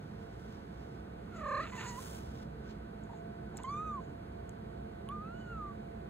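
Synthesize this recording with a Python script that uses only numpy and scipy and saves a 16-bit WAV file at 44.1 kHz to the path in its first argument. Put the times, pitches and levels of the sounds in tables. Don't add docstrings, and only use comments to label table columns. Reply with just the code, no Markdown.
import sys
import numpy as np
from scipy import signal
from scipy.fft import rfft, irfft, next_fast_len
from scipy.io import wavfile
from scipy.ndimage import map_coordinates

SR = 44100
rng = np.random.default_rng(int(sys.argv[2]) if len(sys.argv) > 2 else 0)


def generate_wav(signal):
    frames = np.transpose(np.atleast_2d(signal))
    scaled = np.clip(frames, -1, 1) * 32767
    pcm = np.round(scaled).astype(np.int16)
    wavfile.write(sys.argv[1], SR, pcm)


N = 268657
TIME = np.arange(N) / SR

# frequency in Hz, left over right in dB, left lead in rad, coherence 0-1.
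DIFFUSE_PORTS = [(50, 0, 0, .98), (200, -3.3, 0, .95), (350, -5, 0, .7), (500, -6, 1.5, .2),
                 (620, -5, 2.9, .65), (1200, -1.5, 2.5, .65), (1500, -2, .6, .4), (2000, -1.5, 2, .2),
                 (2600, 0, 2.9, .58), (4000, 0, 1.9, .48), (4900, 0, 2.8, .75), (5400, 0, 3.2, .85),
                 (6000, 1, 4.2, .55), (7000, 0, 6.1, .78), (8500, 0, 6.28, .85), (11000, 0, 6.28, .9)]


def trill():
    # time in seconds, centre pitch in Hz, level in dB, mouth-opening tilt in dB per octave.
    contour = [(1.3, 727, -75, 5), (1.325, 702, -51, -2), (1.38, 653, -49, -2), (1.45, 579, -41.5, -1.5),
               (1.53, 556.6, -37, 0), (1.605, 587, -35.5, 2), (1.625, 646.6, -41, 7), (1.65, 646, -42, 2.5),
               (1.665, 630, -51, -1)]
    # frequency in Hz, throat gain in dB.
    throat = [(500, -4.5), (700, -12), (1100, 3), (1350, -7), (1750, -10.5), (2200, -20.5), (2650, -22),
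              (2950, -42), (3300, -52), (4100, -25), (4800, -44), (7000, -51), (9000, -65)]
    first_peak_s, roll_s, slowing_s, scatter_s = 1.329, .0233, .00057, .001
    span, (centre_hz, db, opening_db) = played(contour)
    n, rolls = len(db), np.arange(-2, 16)
    peaks_s = first_peak_s + roll_s * rolls + slowing_s * rolls * (rolls - 1) / 2
    peaks_s += scatter_s * rng.standard_normal(len(rolls))
    roll_rad = 2 * np.pi * np.interp(TIME[span], peaks_s, rolls)
    shape = np.cos(roll_rad - .45 * (np.cos(roll_rad) - 1))
    swing_hz = np.maximum(47 + 1.1 * (db + 35), 25)
    pitch_hz = (centre_hz + swing_hz * shape) * (1 + .0094 * wobble(500, n))
    climb = -np.sin(roll_rad + .091)
    levels_db = [db + along(throat, k * pitch_hz) + 2 * climb
                 + np.log2(k / 2) * (opening_db + climb)
                 + .42 * k * wobble(120, n) for k in range(1, 15)]
    out = np.zeros(N)
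    out[span] = fade(harmonics(pitch_hz, levels_db))
    return out


def squeaks():
    # time in seconds, pitch in Hz, harmonics 1 and 2 in dB.
    contours = [
        [(1.718, 978, -57, -70), (1.735, 1014, -51, -59), (1.795, 1002, -53, -58.5), (1.806, 1000, -59, -65),
         (1.82, 998, -54, -59), (1.845, 1035, -51, -65), (1.89, 1015, -48, -64), (1.93, 954, -49, -57),
         (1.97, 977, -49, -62), (1.988, 1036, -42, -70), (2.006, 1060, -60, -90)],
        [(3.09, 900, -58, -85), (3.102, 940, -49, -80), (3.122, 966, -64, -80), (3.135, 937, -52, -75),
         (3.16, 870, -64, -83)],
        [(3.54, 781, -58, -85), (3.58, 847, -65, -78), (3.6, 942, -52, -69), (3.62, 1010, -63, -82)],
        [(3.64, 1055, -42, -66), (3.648, 1042, -40.5, -54), (3.667, 1060, -46, -74), (3.68, 1079, -39.5, -64.5),
         (3.705, 1152, -39.5, -62), (3.77, 1197, -40.5, -63.5), (3.84, 1275, -43, -68),
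         (3.89, 1237, -42.5, -67), (3.955, 1150, -39.5, -76), (3.99, 1030, -45, -88), (4.005, 1050, -49, -95)],
        [(5.062, 1005, -66, -90), (5.086, 1094, -61, -85), (5.093, 1110, -46, -76), (5.1, 1124, -41.5, -71),
         (5.125, 1185, -43, -63), (5.145, 1215, -45.5, -73), (5.19, 1200, -47.5, -89), (5.26, 1296, -50, -75),
         (5.37, 1466, -60, -73), (5.42, 1487, -64.5, -74), (5.515, 1399, -50.5, -69), (5.62, 1216, -44, -85),
         (5.715, 1142, -49, -85), (5.74, 1140, -68, -89)],
    ]
    # hoarseness 0-1 at start and end, harmonic 3 and harmonics 4-9 in dB relative to harmonic 2.
    voices = [(.36, .05, -12, -25), (0.44, 0.7, -12, -18), (0.48, 0.86, -6, -28),
              (0.033, 0.031, -6.5, -11.5), (.04, 0.034, -10, -27)]
    # start and hold in seconds, pitch drop in Hz, drop and recovery in seconds.
    cracks = [(1.781, 0.0203, 100, 0.0038, .008), (1.864, .004, 85, 0.0055, 0.038)]
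    # frequency in Hz, throat gain on harmonics 4-9 in dB.
    throat = [(4300, 8), (4900, -10), (6200, 2.5), (7200, -2.5), (8300, -11), (9500, -12), (11000, -34)]
    pressed_db_per_hz, clearing_per_hz = .0893, .0082
    shut_db, opening_s = -19, .045
    crack_hz = sum(hz * swell(s, held, drop, recovery) for s, held, hz, drop, recovery in cracks)
    out = np.zeros(N)
    for contour, (hoarse_start, hoarse_end, third_db, upper_db) in zip(contours, voices):
        span, (pitch_hz, first_db, second_db) = played(contour)
        n, drop_hz = len(pitch_hz), crack_hz[span]
        hoarse = np.clip(np.linspace(hoarse_start, hoarse_end, n) * (1 - clearing_per_hz * drop_hz), 0, 1)
        jitter = .0036 * wobble(100, n) + .13 * hoarse * wobble(700, n)
        pitch_hz = (pitch_hz - drop_hz) * (1 + jitter)
        pressed_db = pressed_db_per_hz * drop_hz
        mouth_db = shut_db * np.clip(1 - TIME[:n] / opening_s, 0, 1)
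        lower = [first_db + .78 * wobble(71, n),
                 second_db + pressed_db + 2.8 * wobble(60, n) + 1.5 * wobble(25, n),
                 second_db + third_db + 2 * pressed_db + 3 * wobble(60, n)]
        upper = [second_db + upper_db + mouth_db + along(throat, k * pitch_hz)
                 + 4 * wobble(26.4, n) + 4 * wobble(200, n) for k in range(4, 10)]
        shimmer = amp(6.4 * hoarse * wobble(400, n))
        out[span] = fade(shimmer * harmonics(pitch_hz, lower + upper))
    return out


def creak():
    # start and hold in seconds, drive in dB, rise and fall in seconds, slaps a second,
    # air share 0-1.
    bouts = [(1.38, .1, -62, .16, .2, 290, .99), (1.63, 0.017, -54, 0.14, 0.019, 295, 1),
             (1.655, 0.048, -51.5, .03, .005, 220, .2), (1.724, 0.067, -53.5, 0.012, .02, 270, .55),
             (1.801, 0.026, -45.5, .008, .06, 300, 0.1), (1.86, .04, -58, .05, .045, 370, 0.7),
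             (3.588, .017, -57.5, .005, 0.016, 200, 0.1)]
    # centre and width in Hz, gain in dB.
    throat_modes = [(1090, 620, 1), (2050, 1330, 3.5), (2600, 900, 4.5), (4030, 920, -11.5)]
    starts_s, rates_hz = np.transpose(bouts)[[0, 5]]
    slap_hz = np.interp(TIME, starts_s, rates_hz) * amp(3.5 * wobble(200))
    slap_count = np.floor(np.cumsum(slap_hz) / SR)
    slaps = unit(np.diff(slap_count, prepend=0) * amp(2.8 * rng.standard_normal(N)))
    leak = rng.standard_normal(N)
    drive = sum(amp(db) * swell(s, held, rise, fall) * (np.sqrt(air) * leak - np.sqrt(1 - air) * slaps)
                for s, held, db, rise, fall, _, air in bouts)
    return 4 * filtered(drive, lambda hz: resonant(throat_modes)(hz) / (1 + 1j * hz / 3000))


def clicks():
    # start in seconds, relative level in dB, bright ring in Hz, its T60 in seconds,
    # low ring in Hz, low over bright in dB.
    releases = [(2.709, -61, 6840, 0.0029, 4270, 4), (3.0379, -57, 7240, 0.0049, 2700, -20),
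                (3.569, -55, 8500, 0.0053, 3700, 1), (3.5714, -35.5, 7580, 0.0035, 2180, -21),
                (3.5775, -43, 5600, .004, 2680, -16), (3.6346, -40, 8270, 0.0026, 3390, -11),
                (4.4938, -36.5, 7260, 0.0011, 3170, -24), (5.089, -50.5, 10100, 0.0056, 3020, 7)]
    low_t60_s, attack_s, cutoff_hz = .0077, .00018, 12000
    out, t = np.zeros(N), np.arange(SR // 50) / SR
    for s, db, bright_hz, t60_s, low_hz, low_db in releases:
        grit = .17 * rng.standard_normal(len(t))
        bright = amp(-60 * t / t60_s) * (np.sin(2 * np.pi * bright_hz * t) + grit)
        low = amp(low_db - 60 * t / low_t60_s) * np.sin(2 * np.pi * low_hz * t)
        out[round(s * SR):][:len(t)] += amp(db + 6) * (bright + low) * (1 - np.exp(-t / attack_s))
    return filtered(out, lambda hz: 1 / (1 + 1j * hz / cutoff_hz - (hz / cutoff_hz) ** 2))


def breath():
    # start and hold in seconds, level in dB, rise and fall in seconds.
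    puffs = [(1.365, .002, -66.5, .03, .07), (1.47, .22, -72, .1, .1), (1.78, 0.029, -59, 0.081, 0.069),
             (1.865, 0.036, -55, .08, .04), (1.93, .05, -65.5, .05, .17), (3.045, .002, -81, .04, .03),
             (3.165, .002, -75.5, .11, .07), (3.578, .002, -61, 0.032, 0.011), (3.59, .08, -80, .02, .4),
             (3.65, .002, -66, 0.034, .025), (4.01, .04, -81, .06, 0.11), (5.13, .002, -81, .04, .04),
             (5.37, .23, -82, 0.093, .35)]
    # centre and width in Hz, relative gain in dB. Applied twice.
    teeth_modes = [(7100, 1200, -3.5), (4160, 950, -6)]
    air = unit(filtered(rng.standard_normal(N), lambda hz: resonant(teeth_modes)(hz) ** 2))
    air *= amp(2.6 * wobble(40.25))
    return air * sum(amp(db) * swell(s, held, rise, fall) for s, held, db, rise, fall in puffs)


def rustle():
    # start and hold in seconds, fur in dB, rise and fall in seconds, cloth over fur in dB.
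    strokes = [(0, .95, -84.5, .1, .2, 16), (.4, .01, -79.5, 0.14, 0.12, 8),
               (1.35, .3, -79, 0.22, 0.25, 10), (1.85, 0.578, -74, 0.14, .045, 15),
               (1.76, 0.17, -72, .06, 0.084, -5), (2, 0.14, -61.5, .2, 0.18, -8),
               (2.71, .005, -84.5, 0.14, .05, 25)]
    # frequency in Hz, relative density in dB.
    fur_spectrum = [(3000, -22), (6000, 2), (8000, 1), (11000, -4), (14000, -9), (16000, -3.5)]
    cloth_spectrum = [(300, -8), (1000, 5.5), (2000, -5.5), (3300, -3.5), (4200, -7.5), (5300, -5.5),
                      (7000, -14.5), (9000, -31), (12000, -31)]
    fur, cloth = diffuse(fur_spectrum), diffuse(cloth_spectrum)
    friction = sum(amp(db) * swell(s, held, rise, fall) * (fur + amp(cloth_db) * cloth)
                   for s, held, db, rise, fall, cloth_db in strokes)
    return amp(2.1 * wobble(18) + 1.9 * wobble(300)) * friction


def echoes(x):
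    t60_s, t = .078, np.arange(SR // 5) / SR
    tail = rng.standard_normal((2, len(t))) * amp(-60 * t / t60_s)
    return signal.fftconvolve(x[None], tail / np.linalg.norm(tail[0]), axes=1)[:, :N]


def room():
    # frequency in Hz, relative density in dB.
    air_spectrum = [(20, -102), (40, -82.5), (60, -73.5), (100, -70.5), (190, -70.5), (260, -78),
                    (350, -76.5), (600, -84), (800, -85), (1200, -88.5), (2000, -97), (3000, -104),
                    (4300, -107), (5500, -115), (8000, -119), (11000, -122), (15500, -128)]
    # frequency and width in Hz, level in dB, left lead in rad.
    hums = [(60.2, 12, -54.5, 0), (214.34, 10, -55, 0.013), (450, 16.8, -63.5, 0), (1504, 76, -68, 1.24)]
    # time in seconds, relative bass level in dB.
    bass_contour = [(0, -50), (.93, -50.5), (1.61, -48.5), (2.05, -50), (2.36, -47), (2.75, -51),
                    (3.76, -49.5), (4.82, -49), (5.05, -49.5), (6.09, -49)]
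    out = amp(-47) * diffuse(air_spectrum)
    for hz, width_hz, db, lead_rad in hums:
        tone = unit(filtered(rng.standard_normal(N), lambda f: resonant([(hz, width_hz, 0)])(f) ** 2))
        out += amp(db) * filtered(tone, lambda f: ports(along(DIFFUSE_PORTS, f)[0], lead_rad))
    times_s, bass_db = np.transpose(bass_contour)
    bass_gain = amp(np.interp(TIME, times_s, bass_db - np.mean(bass_db)))
    bass = filtered(out, lambda f: 1 / (1 + (f / 350) ** 4))
    return out + bass * (bass_gain - 1)


def motor_whine():
    # time in seconds, pitch in Hz, level in dB, left lead in rad.
    contour = [(0, 684, -58.5, 2.6), (1.2, 686.5, -60.5, 2.84), (2.7, 679.4, -58, 3.1),
               (3.1, 683.3, -55, 2.36), (6.09, 684, -54.5, 3.54)]
    times_s, *columns = np.transpose(contour)
    hz, db, lead_rad = [np.interp(TIME, times_s, c) for c in columns]
    phase = 2 * np.pi * np.cumsum(hz + 1.55 * wobble(6)) / SR
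    return np.sqrt(2) * amp(db + 1.7 * wobble(9.3)) * np.real(ports(-5.5, lead_rad) * np.exp(1j * phase))


def diffuse(spectrum):
    m = next_fast_len(N)
    hz = np.fft.rfftfreq(m, 1 / SR)
    tilt_db, lead_rad, coherence = along(DIFFUSE_PORTS, hz)
    mix_rad = np.arccos(np.clip(coherence, 0, 1)) / 2
    common, opposed = rfft(rng.standard_normal((2, m))) * [np.cos(mix_rad), np.sin(mix_rad)]
    response = amp(along(spectrum, hz)) * ports(tilt_db, lead_rad)
    return unit(irfft(response * [common + opposed, common - opposed], m)[:, :N])


def ports(tilt_db, lead_rad):
    return np.array([amp(tilt_db / 2) * np.exp(.5j * lead_rad),
                     amp(-tilt_db / 2) * np.exp(-.5j * lead_rad)])


def amp(db):
    return 10 ** (np.asarray(db) / 20)


def unit(x):
    return x / np.sqrt(np.mean(x ** 2) + 1e-20)


def along(points, hz):
    f, *columns = np.transpose(points)
    return np.squeeze([np.interp(np.log(hz + 1), np.log(f + 1), c) for c in columns])


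def played(rows):
    s, *columns = np.transpose(rows)
    span = slice(round(s[0] * SR), round(s[-1] * SR))
    return span, [np.interp(TIME[span], s, c) for c in columns]


def wobble(rate_hz, count=N):
    knots = rng.standard_normal(int(count * rate_hz / SR) + 4)
    return map_coordinates(knots, [TIME[:count] * rate_hz])


def swell(start_s, held_s, rise_s, fall_s):
    outside = np.maximum((start_s - TIME) / rise_s, (TIME - start_s - held_s) / fall_s)
    return amp(-20 * np.maximum(0, outside))


def fade(x):
    return x * signal.windows.tukey(len(x), min(1, .0072 * SR / len(x)))


def harmonics(pitch_hz, levels_db):
    phase = 2 * np.pi * np.cumsum(pitch_hz) / SR
    return np.sqrt(2) * sum(amp(db) * np.cos(k * phase + 2.37) for k, db in enumerate(levels_db, start=1))


def resonant(modes):
    return lambda f: sum((-1) ** k * amp(db) * 1j * f * width / (hz * hz - f * f + 1j * f * width)
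                         for k, (hz, width, db) in enumerate(modes))


def filtered(x, response):
    m = next_fast_len(N + 8192)
    return irfft(rfft(x, m) * response(np.fft.rfftfreq(m, 1 / SR)), m)[..., :N]


def scene():
    # frequency in Hz, left over right in dB, left lead in rad.
    near_ports = [(570, -9, -.5), (950, -3, .5), (1200, -1, .1), (1450, 1, 0), (1800, -6, .7),
                  (2500, -3, 1.2), (3300, -2, 1.6), (4100, 1, 1.4), (5300, 0, 3.1), (5900, 0, 4.3),
                  (6700, 0, 6), (7500, 0, 6.28)]
    cat = trill() + squeaks() + creak() + clicks() + breath()
    direct = filtered(cat, lambda hz: ports(*along(near_ports, hz)))
    return direct + amp(-12.5) * echoes(cat) + rustle() + room() + motor_whine()


def record(dry):
    return filtered(dry, lambda hz: hz < 15750)


dry = scene()
out = record(dry)
generate_wav(out)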